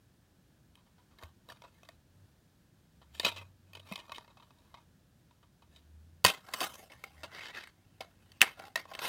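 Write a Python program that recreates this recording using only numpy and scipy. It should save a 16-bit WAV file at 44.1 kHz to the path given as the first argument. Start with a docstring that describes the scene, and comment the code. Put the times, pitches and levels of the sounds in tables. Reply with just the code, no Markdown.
"""A faint hiss and low rumble of a quiet room; then taps and creaks of a plastic disc case turned in one hand.
It lies on thick carpet, close under a phone; the loose disc rattles in the shut case.
The catches snap open, the lid scrapes round, fingers spin the disc on its hub and pop it free.
Noise chatters (taps, creaks) and noise grains (rubbing) ring the shell modes; thumps and a hum are sines.
A short noise tail is the room."""
import sys
import numpy as np
from scipy import signal
from scipy.fft import rfft, irfft
from scipy.io import wavfile
from scipy.ndimage import uniform_filter1d

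SR = 44100
rng = np.random.default_rng(int(sys.argv[2]) if len(sys.argv) > 2 else 0)


def convert_level_to_amplitude(level_db):
    """Map a level in decibels to its linear amplitude factor."""
    exponent = np.asarray(level_db, float) / 20
    return 10 ** exponent


def unload_audio(sound):
    """Save the sound as a 16-bit wav file, at the path given as the first command line argument."""
    columns = np.transpose(np.atleast_2d(sound))
    # keep every value between -1 and 1, then stretch to whole-number steps
    steps = np.round(np.clip(columns, -1, 1) * 32767)
    wavfile.write(sys.argv[1], SR, steps.astype(np.int16))


N = 400428
OPENS_S, LIES_FLAT_S = 6.2, 6.88
LOW_HZ, HIGH_HZ = 1500, 5000
# low, middle, treble
BANDS_HZ = [(300, LOW_HZ), (LOW_HZ, HIGH_HZ), (HIGH_HZ, 15500)]
EDGE_FILTERS = [signal.butter(2, lo / np.sqrt(2), "high", fs=SR, output="sos") for lo, _ in BANDS_HZ]


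def rms(x):
    """Root mean square, kept above zero."""
    return np.sqrt(np.mean(x ** 2)) + 1e-12


def coloured(points, size):
    """Noise of rms 1 with a spectrum of (frequency [Hz], relative level [dB per Hz]) points."""
    hz, db = np.transpose(points)
    f = np.fft.rfftfreq(size, 1 / SR) + 1
    gain = convert_level_to_amplitude(np.interp(np.log(f), np.log(hz), db, -99, -99))
    x = irfft(rfft(rng.standard_normal(size)) * gain, size)
    return x / rms(x)


def walk(rate_hz):
    """Random levels held 1 / rate_hz and slewed; spread a little below 1."""
    k = int(SR / rate_hz)
    held = np.repeat(rng.standard_normal(N // k + 1), k)
    return uniform_filter1d(held, k)[:N]


def add(out, x, s):
    """Mixes x into out from s seconds on."""
    i = int(s * SR)
    out[i:i + len(x)] += x[:len(out) - i]


# hiss spectrum: (frequency [Hz], relative level [dB per Hz])
HISS_COLOUR = [(130, -32), (220, -2), (344, -3.5), (384, -9), (590, -10.5), (1190, -17), (1670, -14),
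               (2030, -20.5), (3480, -19.5), (11200, -26.5), (16000, -27)]
# rumble spectrum: (frequency [Hz], relative level [dB per Hz])
RUMBLE_COLOUR = [(12, -67.5), (20, -30.5), (39, -6.5), (91, -3), (182, -5.5), (300, -22.5), (390, -47.5),
                 (660, -120)]
HISS_DB, RUMBLE_DB = -72, -67


def background():
    """Smooth hiss with broad humps and a low rumble: filtered noise, levels wavering slightly."""
    rumble = coloured(RUMBLE_COLOUR, N) * convert_level_to_amplitude(RUMBLE_DB + 0.96 * walk(37))
    hiss = coloured(HISS_COLOUR, N) * convert_level_to_amplitude(HISS_DB + 0.5 * walk(12))
    return rumble + hiss


# modes of the shut shell: (frequency [Hz], relative level [dB], t60 [s])
SHUT_MODES = [(670, 1, 0.026), (970, -2, .045), (1130, 4, 0.018), (1375, 5.5, 0.0068), (1784, -6, 0.024),
              (2154, -5.5, 0.033), (2550, -1, 0.025), (3100, -0.5, 0.011), (3750, -4.5, 0.022),
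              (4543, -10, 0.018), (5380, 9.5, 0.014), (6310, 5, 0.0077)]
# modes of the open shell: (frequency [Hz], relative level [dB], t60 [s])
OPEN_MODES = [(660, -4.5, 0.074), (790, 2, 0.046), (1070, 8.5, 0.018), (1430, 11, 0.0087),
              (1630, -12.5, 0.035), (1891, -1, 0.018), (2130, 4, 0.013), (2650, 2, 0.012),
              (3043, -5.5, 0.019), (3750, -6.5, 0.0068), (4515, -2.5, 0.0074), (5200, 1, 0.018),
              (6300, 1.5, 0.033), (8420, -2, 0.032)]


def shell_modes(s):
    """Opening the case changes the set of modes that ring."""
    return SHUT_MODES if s < OPENS_S else OPEN_MODES


# passbands of the clack: (from [Hz], to [Hz])
CLACK_HZ = [(540, 2600), (1800, 3920), (4800, 14800)]
CLACK_FILTERS = [signal.butter(3, band, "band", fs=SR, output="sos") for band in CLACK_HZ]
T = np.arange(2048) / SR


def shell(modes, best_hz, boost_db, scatter_db, detune, clack):
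    """Low, middle and treble answers to one contact; modes near best_hz are struck hardest."""
    hz, db, t60_s = np.transpose(modes)[:, :, None]
    level_chance, pitch_chance = rng.standard_normal((2, len(modes), 1))
    nearness = np.exp(-(np.log(hz / best_hz) / 0.18) ** 2)
    db = db + boost_db * nearness + scatter_db * level_chance
    hz_now = hz * (1 + detune * pitch_chance)
    rings = convert_level_to_amplitude(db) * np.sin(2 * np.pi * hz_now * T) * 1000. ** (-T / t60_s)
    # countless weak modes between the strong ones blur into a short clack; the treble ones fizz longer
    click = 1. * (T == 0)
    fizz = rng.standard_normal(len(T)) * np.exp(-T / 0.0013)
    blur = [signal.sosfilt(sos, blow) for sos, blow in zip(CLACK_FILTERS, (click, click, fizz))]
    return [rings[(hz[:, 0] > lo) & (hz[:, 0] <= hi)].sum(axis=0) + share * clap
            for (lo, hi), share, clap in zip(BANDS_HZ, clack, blur)]


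# taps, rattles, snaps: (time [s], middle rms over first 10 ms [dB], lows above middle [dB],
# best-rung frequency [Hz], chatter [ms])
TAPS = [(0.7546, -61.5, -10, 3080, 0.37), (1.1857, -57.5, -3, 1870, 6.4), (1.2253, -59.5, 9.5, 725, 3.2),
        (1.234, -53, -0.5, 660, 1.7), (1.4879, -55.5, 2.5, 750, 2.8), (1.4977, -49, -14, 1770, 7.4),
        (1.6193, -57.5, 2.5, 820, 3.5), (1.6372, -65, 10, 605, 26), (1.8321, -60.5, 3.5, 620, 2.2),
        (1.85, -65, -2, 1800, 5), (1.8881, -54, 2.5, 660, 2.9), (3.1494, -53, -22, 3700, 4.9),
        (3.197, -31, -8.5, 3750, 3.9), (3.2301, -44.5, 1, 696, 17), (3.248, -24, -9, 3830, 7.3),
        (3.2629, -30, -1.5, 3130, 11.4), (3.284, -35.5, -12, 3250, 8.2), (3.361, -47, -4, 3200, 17),
        (3.3798, -48, -5, 2600, 9.4), (3.4117, -55, 1, 2520, 13), (3.7326, -53.5, -7, 3740, 3.2),
        (3.75, -47, -5, 3160, 6.6), (3.7693, -56, 2.7, 2520, 6.8), (3.796, -54.5, -5, 3060, 5.9),
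        (3.9129, -54.5, 8.5, 720, 14), (3.9226, -42.5, -3, 2550, 2.5), (3.9347, -51, -17, 3260, 1.1),
        (3.9568, -40.5, -6.5, 2650, 3.5), (3.9778, -56, 4, 1030, 3.4), (3.9887, -50.5, -1.5, 3020, 16),
        (4.119, -44.5, 2.5, 1130, 4.4), (4.1455, -50, -33, 3170, 8.8), (4.1569, -48, -21, 3570, 14),
        (4.1821, -53, 8.5, 1060, 1.7), (5.7608, -58, -9, 3880, 9.4), (6.2423, -29, -29, 4620, 2.9),
        (6.2481, -17, -0.5, 1320, 4.7), (6.2531, -35, -4, 4650, 4.4), (6.2619, -22.5, -11, 1420, 10.1),
        (6.278, -29.5, -7, 970, 17), (6.465, -61.5, -8.5, 4510, 7.4), (6.486, -58.5, 10, 1080, 7.2),
        (6.5361, -33.5, -3, 1050, 7.3), (6.6044, -35.5, -20, 4670, 4.5), (6.611, -35.5, 3.5, 1010, 10),
        (6.6272, -36, -10.5, 980, 16), (6.6489, -50.5, 4, 970, 14), (6.8986, -58, 0, 2170, 15),
        (6.9182, -51.5, -3, 2130, 6), (7.0384, -42, -3, 2160, 3.9), (7.2328, -43, 1, 624, 20.4),
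        (7.6357, -50.5, -32, 3780, 4.5), (7.6724, -53, -41, 1875, 3.9), (8.006, -42.5, 2.2, 607, 7.4),
        (8.318, -57.5, -17, 4710, 1.6), (8.407, -32.5, -26, 3000, 13), (8.4163, -13, -45, 2740, .06),
        (8.4223, -23.5, -6, 1870, 10), (8.5968, -52.5, 4, 855, 2.8), (8.6387, -63.5, 12.5, 820, 2.9),
        (8.6527, -54.5, -5, 820, 2.8), (8.7567, -27.5, -7.5, 2123, 5.1), (8.8532, -67.5, 17, 652, 4),
        (8.9133, -59.5, 15, 670, 7.1), (8.9359, -48.5, -3, 694, 7.4), (8.9496, -42.5, -3, 2130, 4.8),
        (8.9777, -61, 7, 626, 6.9), (8.9904, -39.5, -4, 1610, 3.7)]
# treble above middle at 4 ms chatter: shut (muffled), lid swinging (bright), lying flat (duller)
TREBLE_DB = (-13.5, -6, -13.5)
SOFT_DB_PER_DOUBLING = -2  # longer chatter is duller


def tap_contacts():
    """Taps as rows (time [s], lows [dB], middle [dB], treble [dB], best-rung [Hz], chatter [ms])."""
    rows = []
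    for s, db, low_db, hz, ms in TAPS:
        stage = int(s > OPENS_S) + int(s > LIES_FLAT_S)
        soft_db = SOFT_DB_PER_DOUBLING * np.log2(max(ms, 1) / 4)
        rows.append((s, db + low_db, db, db + TREBLE_DB[stage] + soft_db, hz, ms))
    return rows


# shut shell creaking in the grip: (time [s], lows rms over first 10 ms [dB], chatter [ms])
CREAKS = [(0.77, -69, 43), (0.862, -71, 23), (0.98, -69, 25), (1.11, -71.5, 32), (3.0155, -61, 19),
          (4.0945, -50, 5.4), (4.2078, -60, 5.5), (4.244, -61.5, 8.2), (4.2775, -60, 5.4), (4.3, -63, 13),
          (4.37, -57.5, 11), (4.3977, -58.5, 12), (4.4237, -59, 11), (4.5057, -62, 2.5),
          (4.7413, -51, 10.6), (4.779, -67, 16), (5.309, -65, 4.6), (5.4277, -64.5, 15), (5.6207, -62, 12)]
CREAK_HZ, CREAK_MIDDLE_DB, CREAK_TREBLE_DB = 1034, -5, -30  # middle, treble: above the lows


def creak_contacts():
    """Creaks are contacts weighted to the lows, in the same rows as the taps."""
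    return [(s, db, db + CREAK_MIDDLE_DB, db + CREAK_TREBLE_DB, CREAK_HZ, ms) for s, db, ms in CREAKS]


def contacts():
    """All taps and creaks."""
    return tap_contacts() + creak_contacts()


def chatter():
    """Each contact is a quickly swelling chatter of uneven ticks that dies away, ringing the shell."""
    out = np.zeros(N)
    for s, *dbs, best_hz, chatter_ms in contacts():
        ticks = rng.standard_normal(len(T)) * convert_level_to_amplitude(5.2 * rng.standard_normal(len(T)))
        ticks *= np.exp(-(1000 * T / chatter_ms) ** 2)
        ticks *= 1 - np.exp(-T / 0.00023)
        parts = shell(shell_modes(s), best_hz, boost_db=10, scatter_db=3.5, detune=0.014, clack=(12, 20, 6))
        for part, db, edge in zip(parts, dbs, EDGE_FILTERS):
            sound = signal.sosfilt(edge, signal.fftconvolve(ticks, part))
            add(out, convert_level_to_amplitude(db) * sound / rms(sound[:SR // 100]), s)
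    return out


RUSTLE_DB, RUSTLE_SWELL_S, RUSTLE_FADE_DB_PER_S = -11, 0.0048, 279  # level: above contact, 8 ms chatter


def rustle(t):
    """After each contact the parts rustle on, fading; longer chatter rustles louder."""
    layers = []
    for s, *dbs, hz, ms in contacts():
        fade_db = RUSTLE_DB - RUSTLE_FADE_DB_PER_S * np.maximum(t - s, 0)
        swell = np.clip((t - s) / RUSTLE_SWELL_S, 0, 1) * np.sqrt(ms / 8)
        layers.append((convert_level_to_amplitude(np.array(dbs)[:, None] + fade_db) * swell, hz))
    return layers


# fingers and carpet brushing the shell: (start [s], length [s], middle level [dB],
# lows above middle [dB], favoured frequency [Hz])
STROKES = [(1.213, 0.027, -65, 7, 1710), (1.504, 0.012, -63, 5.5, 2000), (1.603, 0.29, -75.5, -6, 1970),
           (3.155, 0.11, -59.5, -7, 2530), (3.358, 0.08, -72, 3.5, 2500), (3.678, 0.14, -78.5, 1, 2590),
           (3.868, 0.092, -62.5, -3.7, 2610), (4.015, 0.21, -73, 4, 1060), (4.294, 0.52, -82, 5, 1040),
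           (5.727, 0.042, -74, -9.5, 2660), (6.907, 0.42, -68.5, -3, 2090), (7.751, 0.91, -79, -3.4, 2400),
           (8.3, 0.12, -76, -13, 2612), (8.471, 0.043, -60, -8.5, 2600), (8.597, 0.073, -63, 8.5, 790),
           (8.892, 0.076, -64, 1, 1010), (9.024, .02, -42.5, -4.5, 1230), (9.038, .05, -42.5, -11, 2690)]
STROKE_RISE_DB_PER_S, STROKE_FALL_DB_PER_S, STROKE_TREBLE_DB = 498.5, 296, -7  # treble: above middle


def strokes(t):
    """Each brush holds a level between a steep rise and fall."""
    layers = []
    for s, length_s, db, low_db, hz in STROKES:
        rise_db = STROKE_RISE_DB_PER_S * np.maximum(s - t, 0)
        fall_db = STROKE_FALL_DB_PER_S * np.maximum(t - s - length_s, 0)
        tilt_db = np.array([[low_db], [0], [STROKE_TREBLE_DB]])
        layers.append((convert_level_to_amplitude(db - rise_db - fall_db + tilt_db), hz))
    return layers


# whole case on carpet or palm: (time [s], level before swell and decay [dB], frequency [Hz], t60 [s])
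THUMPS = [(1.234, -43.5, 79.5, 0.23), (3.246, -36, 199, 0.1), (3.915, -32.5, 194, 0.067),
          (6.242, -27, 90.7, 0.1), (6.251, -32, 176.4, 0.13), (6.609, -40.5, 338, 0.16),
          (8.417, -36, 223, 0.07)]


def thumps():
    """A soft landing: one damped low swing of the flat case."""
    out, t = np.zeros(N), np.arange(SR // 4) / SR
    for s, db, hz, t60_s in THUMPS:
        swing = np.sin(2 * np.pi * hz * t) * (1 - np.exp(-t / 0.002)) * 1000. ** (-t / t60_s)
        add(out, convert_level_to_amplitude(db) * swing, s)
    return out


# low hum: (time [s], frequency before waver [Hz], level before waver [dB])
HUM = [(1.948, 79, -82.5), (2.25, 96, -53), (2.35, 94.2, -122), (2.999, 66, -68), (3.148, 73.3, -56),
       (3.299, 92.6, -59), (3.849, 95, -55), (3.95, 93.4, -84), (5.601, 67.96, -76), (5.951, 77.4, -55.5),
       (6.2, 88, -63), (6.3, 90.6, -84), (7.001, 66.4, -78), (7.18, 76.4, -54.5), (7.449, 98, -67),
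       (7.55, 95, -71)]


def hum():
    """An unsteady low sine that comes and goes, mostly gliding up."""
    s, hz, db = np.transpose(HUM)
    t = np.arange(N) / SR
    hz_now = np.interp(t, s, hz) * (1 + 0.013 * walk(7.1))
    level_db = np.interp(t, s, db) + 4 * walk(6.6)
    return convert_level_to_amplitude(level_db) * np.sin(2 * np.pi * np.cumsum(hz_now) / SR)


# lid swinging open: (time [s], middle level [dB], lows above middle [dB], favoured frequency [Hz])
LID = [(6.4, -80, 7, 1400), (6.45, -73, 3, 1300), (6.5, -67.5, 13.5, 1340), (6.56, -55, -1, 1360),
       (6.64, -46.5, -1.5, 1400), (6.72, -59.5, 1.5, 1240), (6.77, -64, 1, 900), (6.83, -60, 3, 696),
       (6.882, -74, 5, 700)]
LID_TREBLE_DB = 0.5  # above middle


def lid(t):
    """Hinge and sleeve scrape as the lid swings; level and pitch follow the table."""
    s, db, low_db, hz = np.transpose(LID)
    lid_db = np.interp(t, s, db, -120, -120)
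    gain = convert_level_to_amplitude([lid_db + np.interp(t, s, low_db), lid_db, lid_db + LID_TREBLE_DB])
    return gain, np.interp(t, s, hz)


# disc spun on its hub: (time [s], middle level [dB], lows above middle [dB])
SPIN = [(7.27, -77, -4), (7.34, -53, -5), (7.391, -49, -30), (7.46, -48, -26), (7.5, -49.5, -14),
        (7.524, -56.5, -19), (7.55, -47, -17), (7.61, -51.5, -35), (7.661, -59, -31), (7.69, -62.5, -21.5),
        (7.71, -81, -10)]
SPIN_HZ, SPIN_TREBLE_DB = 2200, -21.5  # treble: above middle


def spin(t):
    """The disc rubs its hub, mostly in the middle band."""
    s, db, low_db = np.transpose(SPIN)
    spin_db = np.interp(t, s, db, -120, -120)
    gain = convert_level_to_amplitude([spin_db + np.interp(t, s, low_db), spin_db, spin_db + SPIN_TREBLE_DB])
    return gain, SPIN_HZ


def friction(t):
    """Strength of all rubbing in the three bands, and the power-weighted pitch it favours."""
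    layers = rustle(t) + strokes(t) + [lid(t), spin(t)]
    power = sum(gain ** 2 for gain, _ in layers)
    pitch = sum(np.sum(gain ** 2, axis=0) * np.log(hz) for gain, hz in layers)
    return np.sqrt(power), np.exp(pitch / np.sum(power, axis=0))


HINGE_DB, HINGE_T60_S = -2, 0.029  # extra mode: the bending hinge


def rubs():
    """Uneven stick-slip grains feed the modes; the contact point wanders every few hundredths of a second."""
    out, t = np.zeros(N), np.arange(N) / SR
    grain_db = 6 * rng.standard_normal(N) + 1.3 * walk(60) + 3.5 * walk(220)
    grains = rng.standard_normal(N) * convert_level_to_amplitude(grain_db)
    grains /= rms(grains)
    coarse = t[::64]
    gains, focus = friction(coarse)
    pushes = [grains * np.interp(t, coarse, gain) for gain in gains]
    hop = 1536
    for i in range(int(TAPS[0][0] * SR), N + hop, hop):
        modes = shell_modes(i / SR)
        focus_hz = np.interp(i / SR, coarse, focus)
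        if LID[0][0] < i / SR < LID[-1][0]:
            modes = modes + [(focus_hz, HINGE_DB, HINGE_T60_S)]
        # a creak singles out one low mode; a scrape spreads over the crowded middle ones
        boost_db = 13 if focus_hz < LOW_HZ else 4
        parts = shell(modes, focus_hz, boost_db, scatter_db=6, detune=0.025, clack=(8, 19, 14))
        for part, push in zip(parts, pushes):
            slip = push[i - hop:i + hop]
            slip = slip * np.sin(np.pi * np.arange(len(slip)) / (2 * hop))
            rung = signal.fftconvolve(slip, part) / np.sqrt(np.sum(part ** 2))
            add(out, rung, (i - hop + 0.5) / SR)
    return out


# room tail bands: (centre [Hz], relative level [dB], t60 [s])
ROOM = [(296, 0, 0.12), (1204, 1, .3), (3433, 6, 0.18), (9660, 21, 0.09)]
ROOM_DB = -19


def room(x):
    """A furnished room: a noise tail, each band dying at its own rate, the top one fastest."""
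    t = np.arange(SR // 2) / SR
    tail = np.zeros(len(t))
    for hz, db, t60_s in ROOM:
        band = coloured([(hz / 3, -20), (hz, 0), (hz * 3, -20)], len(t))
        tail += convert_level_to_amplitude(db) * band * 1000. ** (-t / t60_s)
    tail *= np.clip((t - 0.004) / 0.0027, 0, 1)
    return convert_level_to_amplitude(ROOM_DB) * signal.fftconvolve(x, tail / np.sqrt(np.sum(tail ** 2)))[:N]


def scene():
    """The case with its room tail, over the background; so small a shell radiates little bass."""
    small_shell = signal.butter(1, 320, "high", fs=SR, output="sos")
    case = signal.sosfilt(small_shell, chatter() + rubs()) + thumps()
    return (case + room(case) + background() + hum())[None]


def band_limit(x):
    """A steep low-pass at the top of the band."""
    return signal.sosfilt(signal.butter(12, 16380, fs=SR, output="sos"), x)


def record(dry):
    """The phone rolls off the deep bass and clips at full scale."""
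    bass_cut = signal.butter(2, 45, "high", fs=SR, output="sos")
    mix = np.clip(signal.sosfilt(bass_cut, dry), -1, 1)
    return band_limit(mix)


dry = scene()
out = record(dry)
unload_audio(out)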